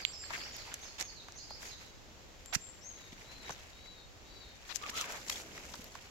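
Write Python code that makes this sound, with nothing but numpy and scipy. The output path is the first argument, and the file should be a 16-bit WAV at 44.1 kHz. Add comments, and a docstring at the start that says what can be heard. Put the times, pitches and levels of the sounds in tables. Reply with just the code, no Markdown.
"""Steps over forest litter

Slow steps over dry leaves and twigs, with a hand-held phone. Presses swell dense crackle made of tiny
ringing breaks; soles scuff in fracture bursts and rub in noisy glides, twigs snap as band-shaped cracks.
Damped low sines give dull knocks. Small birds whistle far off as gliding sines with echoes among the
trunks, over the quiet rush of the forest, made of shaped noise."""
import sys
import numpy as np
from scipy import signal
from scipy.fft import rfft, irfft, next_fast_len
from scipy.io import wavfile
from scipy.ndimage import map_coordinates

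SR = 44100
rng = np.random.default_rng(int(sys.argv[2]) if len(sys.argv) > 2 else 0)


def unload_wav(signal):
    """Save mono or channel-first audio to the path in sys.argv[1] as 16-bit WAV at rate SR, clipped to [-1, 1]."""
    wavfile.write(
        sys.argv[1],
        SR,
        np.round(np.clip(np.atleast_2d(signal).T, -1, 1) * 32767).astype(np.int16),
    )


N = 269270

# left-right likeness of leaf and twig sounds: freq_hz, correlation
LEAF_LIKENESS = [(300, 0.996), (700, 0.82), (1500, -0.15), (8000, 0.058)]


def amp(db):
    """Decibels to gain."""
    return 10 ** (np.asarray(db) / 20)


def unit(x):
    """Scale to rms 1."""
    return x / np.sqrt(np.mean(x ** 2) + 1e-20)


def along(points, hz):
    """(Hz, value) points read on a log frequency axis."""
    f, v = np.transpose(points)
    return np.interp(np.log(hz + 1), np.log(f + 1), v)


def wobble(rate, size=N):
    """A smooth random curve, rate knots a second."""
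    knots = rng.standard_normal(int(size * rate / SR) + 4)
    return map_coordinates(knots, [np.arange(size) * rate / SR])


def swell(size):
    """Rounded rise and fall: the root of a half sine."""
    return np.abs(np.sin(np.pi * np.linspace(0, 1, size))) ** .5


def filtered(x, response):
    """x times a response of frequency."""
    size = x.shape[-1]
    m = next_fast_len(size + 4096)
    return irfft(rfft(x, m) * response(np.fft.rfftfreq(m, 1 / SR)), m)[..., :size]


def band(x, hz, octaves, order=1):
    """A causal band-pass reaching octaves to each side of hz."""
    edges = np.clip([hz / 2 ** octaves, hz * 2 ** octaves], 20, SR * .48)
    return signal.sosfilt(signal.butter(order, edges, 'band', fs=SR, output='sos'), x)


def add(track, s, sound, pan_db):
    """Mix a sound in at time s; positive pan_db leans left."""
    start = max(0, round(s * SR))
    gains = unit(amp([[pan_db / 2], [-pan_db / 2]]))
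    piece = (sound * gains)[:, :N - start]
    track[:, start:start + piece.shape[1]] += piece


def spread(pair, alike):
    """Two unrelated signals become left and right with a given likeness."""
    turn = lambda hz: np.arccos(np.clip(along(alike, hz), -1, 1)) / 2
    mid, side = filtered(pair, lambda hz: np.array([np.cos(turn(hz)), np.sin(turn(hz))]))
    return np.array([mid + side, mid - side])


def fractures(size, rate, scatter_db, rub, cycles=4.1, low_hz=600, high_hz=14000):
    """Tiny leaf breaks, rate a second, each ringing briefly at its own pitch, over smooth rubbing noise."""
    count = int(size * rate / SR) + 1
    when, height, chance, *phases = rng.random((count, 5)).T[:, :, None]
    hz = low_hz * (high_hz / low_hz) ** height
    strength = hz * amp(scatter_db * np.minimum(-np.log(1 - chance), 4))
    k = np.arange(192)  # samples of ring
    ring = strength * np.exp(-k * hz / (SR * cycles))
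    places = ((when * size).astype(int) + k).ravel()
    # left and right get each break in a different phase
    turns = [(2 * np.pi * (hz * k / SR + phase)).astype(np.float32) for phase in phases]
    grains = np.array([np.bincount(places, (ring * np.sin(turn)).ravel(), size)[:size] for turn in turns])
    return unit(unit(grains) + rub * rng.standard_normal((2, size)))


def press_gains():
    """Leaf mat and top leaf gains: stirring between presses, plus the power of each foot press."""
    # litter stirring under the feet: time_s, stir_level_db
    stirring = [(0.0, -59.5), (0.59, -55.5), (1.21, -64), (1.73, -61), (1.92, -70), (3.5, -56.5),
                (4.2, -69), (4.66, -59.5), (4.93, -53), (5.45, -56), (6.11, -59.5)]
    # feet loading the litter: full_weight_s, length_s, mat_db, crisp_db
    presses = [(.005, 0.035, -46, -55), (0.354, 0.14, -46, -48.5), (0.455, 0.027, -49.5, -65),
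               (0.72, 0.036, -48, -70), (0.836, 0.053, -47.5, -53.5), (1.001, 0.054, -43.5, -53),
               (1.635, 0.11, -51, -49.5), (1.813, 0.1, -54.5, -56), (3.465, 0.087, -52.5, -78),
               (4.683, 0.059, -59, -53), (4.849, 0.12, -49, -57), (4.978, 0.096, -46, -40.5),
               (5.104, 0.072, -58, -46.5), (5.315, 0.15, -49, -42), (5.546, 0.18, -54, -54.5),
               (5.711, 0.32, -66, -53.5)]
    still_db, growth = -63, 1.2  # stir level at rest; dB of crackle per dB of stir
    mat_rest_db, crisp_rest_db = -63, -67
    rise_share, top_shape = 0.3, 1.7  # share of a press spent loading; roundness of its top
    t = np.arange(N) / SR
    stir = amp(growth * (np.interp(t, *np.transpose(stirring)) - still_db))
    power = (amp([[mat_rest_db], [crisp_rest_db]]) * stir) ** 2
    for s, length, mat_db, crisp_db in presses:
        u = np.maximum((s - t) / rise_share, (t - s) / (1 - rise_share)) / length
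        power = power + (amp([[mat_db], [crisp_db]]) * np.exp(-np.abs(u) ** top_shape)) ** 2
    return np.sqrt(power)


def litter():
    """Dense leaf mat crunch with single needle ticks, under high, sparser crackle of dry top leaves."""
    # leaf mat spectrum: freq_hz, relative_db
    mat_spectrum = [(80, 1), (500, 2), (1200, -0.5), (2200, 5.5), (3500, 0), (7000, -4.5), (15000, -27)]
    # dry top leaf spectrum: freq_hz, relative_db
    crisp_spectrum = [(1000, -27), (3000, -6), (6000, 6), (10000, 6.5), (15000, -8.5)]
    needle_db = -6.5  # against the mat
    mat_gain, crisp_gain = press_gains()
    clumps = wobble(70)  # leaves give way in small groups
    crunch = fractures(N, rate=1500, scatter_db=1.0, rub=1.0, cycles=4.0, low_hz=392.5)
    mat = filtered(spread(crunch, LEAF_LIKENESS), lambda hz: amp(along(mat_spectrum, hz)))
    crackle = fractures(N, rate=870, scatter_db=2.0, rub=1.0, cycles=0.28, low_hz=3040)
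    crisp = filtered(crackle, lambda hz: amp(along(crisp_spectrum, hz)))
    ticks = fractures(N, rate=97, scatter_db=1.0, rub=0, cycles=1.5, low_hz=693, high_hz=3860)
    needles = unit(spread(ticks, LEAF_LIKENESS))
    low_layer = unit(mat) * amp(2.13 * clumps) + amp(needle_db) * needles
    high_layer = unit(crisp) * amp(2.3 * clumps)
    return low_layer * mat_gain + high_layer * crisp_gain


def scrape(length, hz, octaves):
    """A quick run of fractures that swells and fades."""
    size = int(length * SR)
    grains = spread(fractures(size, rate=4000, scatter_db=1.5, rub=1.0), LEAF_LIKENESS)
    return unit(band(grains, hz, octaves, order=2) * swell(size))


def scuffs():
    """A sole drags the leaves, then tears them; soft soil gives way dully under the heaviest step."""
    # soles scraping leaves: start_s, length_s, level_db, centre_hz, octaves_each_side, tear_db, left_right_db
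    scrapes = [(0.295, 0.035, -47.5, 1380, 0.66, -63.5, 5), (0.33, 0.038, -41.5, 1870, 0.49, -63, 4),
               (0.656, 0.064, -56.5, 930, 0.29, -67, -1), (0.981, 0.036, -45.5, 1590, 2.2, -42.5, -5),
               (2.525, .026, -37, 1760, 1.22, -34, -7), (3.497, 0.015, -42, 600, 1.3, -51, -1),
               (3.517, 0.019, -51, 6150, 0.122, -57, 9.5), (4.69, 0.042, -42, 2160, 1.12, -56, 29),
               (4.744, 0.021, -43.5, 4560, 0.92, -38.5, 24), (4.8898, .012, -41, 2290, 1.2, -40.5, 1),
               (4.948, 0.087, -42.5, 3100, 0.39, -62, 0), (5.023, 0.18, -47.5, 960, 1.24, -55.5, 0.5),
               (5.296, 0.0069, -28.5, 3330, 1.8, -45, 4)]
    tear_hz, tear_octaves, tear_lag = 7340, 0.59, 0.37  # lag as a share of the length
    soil_s, soil_length_s, soil_db, soil_hz = 5.0, 1.0, -60.5, 274
    out = np.zeros((2, N))
    for s, length, db, hz, octaves, tear_db, pan_db in scrapes:
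        add(out, s, amp(db) * scrape(length, hz, octaves), pan_db)
        tear = scrape(length, tear_hz, tear_octaves)
        add(out, s + tear_lag * length, amp(tear_db) * tear, pan_db)
    add(out, soil_s, amp(soil_db) * scrape(soil_length_s, soil_hz, octaves=1.0), 0)
    return out


def progress(length):
    """Runs from 0 to 1 through a note or rub of length seconds."""
    return np.linspace(0, 1, int(length * SR))


def glide(length, first, middle, last):
    """A smooth (parabolic) pitch path through three points."""
    u = progress(length)
    return first + (last - first) * u + 4 * u * (1 - u) * (middle - (first + last) / 2)


def rubs():
    """A sole slides with a hoarse, narrow rasp or brief squeak: a gliding tone with random amplitudes."""
    # sliding soles: start_s, length_s, level_db, first_hz, middle_hz, last_hz
    slides = [(4.814, 0.066, -47, 1060, 1268, 1140), (4.917, 0.14, -48, 1033, 1330, 957),
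              (5.32, .012, -44, 3250, 3340, 3300), (5.358, 0.0083, -44.5, 3450, 3380, 3300)]
    knots_per_s, pan_db = 300, 3  # hoarseness; left-right
    out = np.zeros((2, N))
    for s, length, db, *path in slides:
        phase = 2 * np.pi * np.cumsum(glide(length, *path)) / SR
        size = len(phase)
        rasp = np.array([wobble(knots_per_s, size) * np.sin(phase)
                         + wobble(knots_per_s, size) * np.cos(phase) for _ in range(2)])
        add(out, s, amp(db) * unit(spread(rasp, LEAF_LIKENESS) * swell(size)), pan_db)
    return out


def snaps():
    """A twig breaks in a sharp crack with a brief decaying ring and broad splintering."""
    # breaking twigs and stalks: start_s, starting_level_db, centre_hz, left_right_db, t60_s
    breaks = [(0.0505, -14, 3070, -37, 0.0068), (0.237, -42, 1720, 2.5, 0.032),
              (.305, -34.5, 950, 0.5, 0.033), (0.3358, -31, 1830, 2, 0.012),
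              (.5657, -30.5, 8900, -24, 0.0043), (.741, -25.5, 7300, -2, 0.015),
              (1.0, -22, 6630, -16, .003), (1.0105, -21.5, 5400, -17, 0.0047),
              (1.0147, -24, 7200, -12, 0.0045), (1.0258, -24, 6000, -8, .003),
              (1.284, -41.5, 1190, -1, 0.0256), (1.3222, -35.5, 5730, 3, 0.0036),
              (1.506, -39.5, 830, 0, 0.029), (2.459, -38, 7500, 3, 0.017), (2.55, -16, 5860, -12, 0.00604),
              (2.5508, -26.5, 1980, -11, 0.031), (2.5543, -12, 6040, -5, 0.0026),
              (3.4942, -27, 680, 1, 0.0038), (3.5061, -37, 6040, 6, 0.017),
              (4.759, -16.5, 6540, 18, 0.0044), (4.766, -28, 6000, 16, 0.0033),
              (4.838, -33, 2300, 4, 0.0062), (4.864, -30, 2420, 4, 0.0058), (5.012, -20.5, 6660, 3, 0.008),
              (5.0422, -30, 2000, 0, .006), (5.1038, -32.5, 1870, -3, 0.0052),
              (5.2837, -30, 5760, 9, 0.0088), (5.2996, -32, 4890, 14, 0.0061),
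              (5.578, -37, 1880, -2, 0.013), (5.738, -38.5, 4400, 8, 0.024), (5.74, -39, 1010, 0, 0.0286),
              (5.843, -36.5, 9300, -5, .0055), (5.953, -36, 1100, -4, 0.0186)]
    out, t = np.zeros((2, N)), np.arange(SR // 16) / SR
    for s, db, hz, pan_db, t60 in breaks:
        decay = amp(-60 * t / t60)
        fibres = rfft(spread(rng.standard_normal((2, len(t))) * decay, LEAF_LIKENESS))
        # keep only the phases: tearing fibres excite all frequencies evenly
        tear = irfft(np.exp(1j * np.angle(fibres)), len(t)) * decay ** .2
        body = unit(band(tear, hz, 0.65, order=4))
        ring = unit(band(np.sin(2 * np.pi * hz * t) * decay, hz, 1.0, order=2))
        splinters = unit(band(tear, 3300, 1.396, order=2))
        crack = unit(body + 0.39 * ring + 0.54 * splinters)
        add(out, s, amp(db) * crack * np.sqrt(np.mean(decay ** 2)), pan_db)
    return out


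def knocks():
    """The ground answers with a dull, heavily damped sine push."""
    # ground knocks: start_s, peak_db_before_pan, pitch_hz, left_right_db
    thuds = [(2.562, -31, 140, -29), (3.127, -44.5, 208, 3), (3.503, -42, 160, 1), (4.892, -46.5, 241, 5),
             (5.792, -44.5, 222, 1.5)]
    out, t = np.zeros((2, N)), np.arange(SR // 10) / SR
    for s, db, hz, pan_db in thuds:
        push = np.sin(2 * np.pi * hz * t) * t * np.exp(-t / 0.002)
        add(out, s, amp(db) * push / np.abs(push).max(), pan_db)
    return out


def trunks(x, t60):
    """Scattered answers from the tree trunks: convolution with decaying noise."""
    t = np.arange(SR) / SR
    tail = rng.standard_normal((2, SR)) * amp(-60 * t / t60) * (1 - np.exp(-t / 0.0029))
    return signal.fftconvolve(x, tail / np.linalg.norm(tail[0]), axes=1)[:, :N]


def sing(pitch, quaver_hz, second=0):
    """One note on a pitch contour, with a random quaver and perhaps a second voice at 1.14 times the pitch."""
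    size = len(pitch)
    phase = 2 * np.pi * np.cumsum(pitch + quaver_hz * wobble(398.5, size)) / SR
    loudness = swell(size) * amp(1.8 * wobble(68, size))
    return unit(loudness * (np.sin(phase) + second * np.sin(1.14 * phase)))


def birds():
    """A warble of quick slurs, thin high calls and an arched two-voiced whistle, each with forest echo."""
    # warbler's slurred notes: start_s, length_s, level_db, first_hz, middle_hz, last_hz
    slurs = [(0, 0.042, -45.5, 4850, 4760, 3890), (.125, 0.034, -46, 5670, 5180, 5300),
             (0.193, 0.067, -50, 5350, 4740, 4250), (0.357, 0.067, -47.5, 5250, 4630, 4310),
             (.415, 0.035, -46, 4360, 5070, 5940), (0.519, 0.03, -50.5, 6950, 6930, 6560),
             (0.539, 0.032, -48, 6700, 5150, 4600), (0.581, 0.038, -51, 4890, 4270, 3550),
             (0.805, 0.039, -49.5, 6000, 6470, 6800), (0.843, 0.055, -51.5, 6300, 4650, 4300),
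             (1.029, .03, -47, 6120, 6550, 5640), (1.071, 0.035, -49, 5750, 4610, 4380),
             (1.147, 0.069, -53, 4650, 4020, 3570), (1.351, 0.035, -49, 5923, 6310, 7360),
             (1.376, 0.017, -48.5, 6480, 4658, 4080), (1.394, .045, -49.5, 4190, 4800, 5400),
             (1.491, 0.047, -47.5, 4124, 4780, 5530), (1.663, 0.022, -48.5, 6190, 6510, 6495),
             (1.685, 0.012, -48, 6257, 4860, 4150), (1.697, 0.049, -52, 4310, 3990, 3530)]
    # second bird: start_s, length_s, level_db, top_hz, share_before_top, pitch_share_lost_at_start
    high_calls = [(0.049, 0.064, -47, 7460, 0.84, 0.033), (0.178, 0.091, -49, 7430, 0.62, 0.034),
                  (2.454, .099, -53, 7520, 0.74, .0375), (2.599, .11, -49, 7490, .53, 0.0427),
                  (2.81, 0.13, -49, 6580, 0.6, 0.2)]
    # third bird: start_s, length_s, level_db, reference_hz, share_before_top, pitch_drop_share, second_voice_db
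    arched = [(2.935, .19, -57.5, 3950, .15, .07, -10), (3.228, .32, -55, 4220, .31, .11, -15),
              (3.72, .36, -55.5, 4020, .39, .08, -8), (4.235, .34, -56, 4050, .25, .095, -5)]
    # whistle contour: place (-1 start, 0 top, 1 end), share_of_pitch_drop
    arch_shape = [(-1, 1), (-.55, 0.63), (0.011, 0.18), (0.4, 0.27), (0.34, 0.68), (.72, .82), (0.98, 1)]
    # the phone turns past the warble and calls: time_s, left_right_db
    turning = [(1.8, -3.5), (2.5, 6.5)]
    # arrival of warble, calls, whistles: straight_path_db, nearby_trunks_db, deep_forest_db
    paths = [(-8.5, -4.5, -3), (-5.5, -3, -8), (-6, -9.5, -12.5)]
    whistle_pan_db, near_t60_s, far_t60_s = 7.5, 0.25, 1
    warble, calls, whistles = np.zeros((3, 2, N))
    bearing = lambda s: np.interp(s, *np.transpose(turning))
    for s, length, db, *path in slurs:
        add(warble, s, amp(db) * sing(glide(length, *path), quaver_hz=85), bearing(s))
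    for s, length, db, hz, top, depth in high_calls:
        arch = 1 - depth * (progress(length) / top - 1) ** 2
        add(calls, s, amp(db) * sing(hz * arch, quaver_hz=50.3), bearing(s))
    for s, length, db, hz, top, depth, second_db in arched:
        place = np.interp(progress(length), [0, top, 1], [-1, 0, 1])
        arch = 1 - depth * np.interp(place, *np.transpose(arch_shape))
        note = sing(hz * arch, quaver_hz=40, second=amp(second_db))
        add(whistles, s, amp(db) * note, whistle_pan_db)
    out = np.zeros((2, N))
    for song, (direct_db, near_db, far_db) in zip((warble, calls, whistles), paths):
        out += amp(direct_db) * song
        out += amp(near_db) * trunks(song, near_t60_s)
        out += amp(far_db) * trunks(song, far_t60_s)
    return out


def air():
    """The rush of the forest over a low rumble: shaped noise with a slight random level drift."""
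    # forest air spectrum: freq_hz, relative_db
    spectrum = [(12, -12), (25, 3.5), (75, 1.5), (150, -7.5), (550, -9.5), (1200, -15.5), (7000, -20),
                (15000, -35)]
    # left-right likeness of the air: freq_hz, correlation
    likeness = [(25, 0), (70, 0.43), (250, 0.49), (600, 0.444), (1300, 0), (3000, 0.14)]
    noise = spread(rng.standard_normal((2, N)), likeness)
    rush = filtered(noise, lambda hz: amp(along(spectrum, hz)))
    return unit(rush) * amp(-55.0 + 1.0 * wobble(4.36))


def scene():
    """Near steps with a faint trunk echo, far birds and the forest air."""
    steps = litter() + scuffs() + rubs() + snaps() + knocks()
    echo = amp(-21) * trunks(steps, t60=.3)
    return steps + echo + birds() + air()


def record(dry):
    """Overall tone: a step down above 8 kHz, uneven top treble, nothing above 15.8 kHz."""
    # overall treble response: freq_hz, gain_db
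    treble = [(7300, 0), (8300, -12), (9200, -16), (14000, 2), (14700, -17), (15800, 1)]
    top_hz = 15800
    return filtered(dry, lambda hz: amp(along(treble, hz)) * (hz < top_hz))


dry = scene()
out = record(dry)
unload_wav(out)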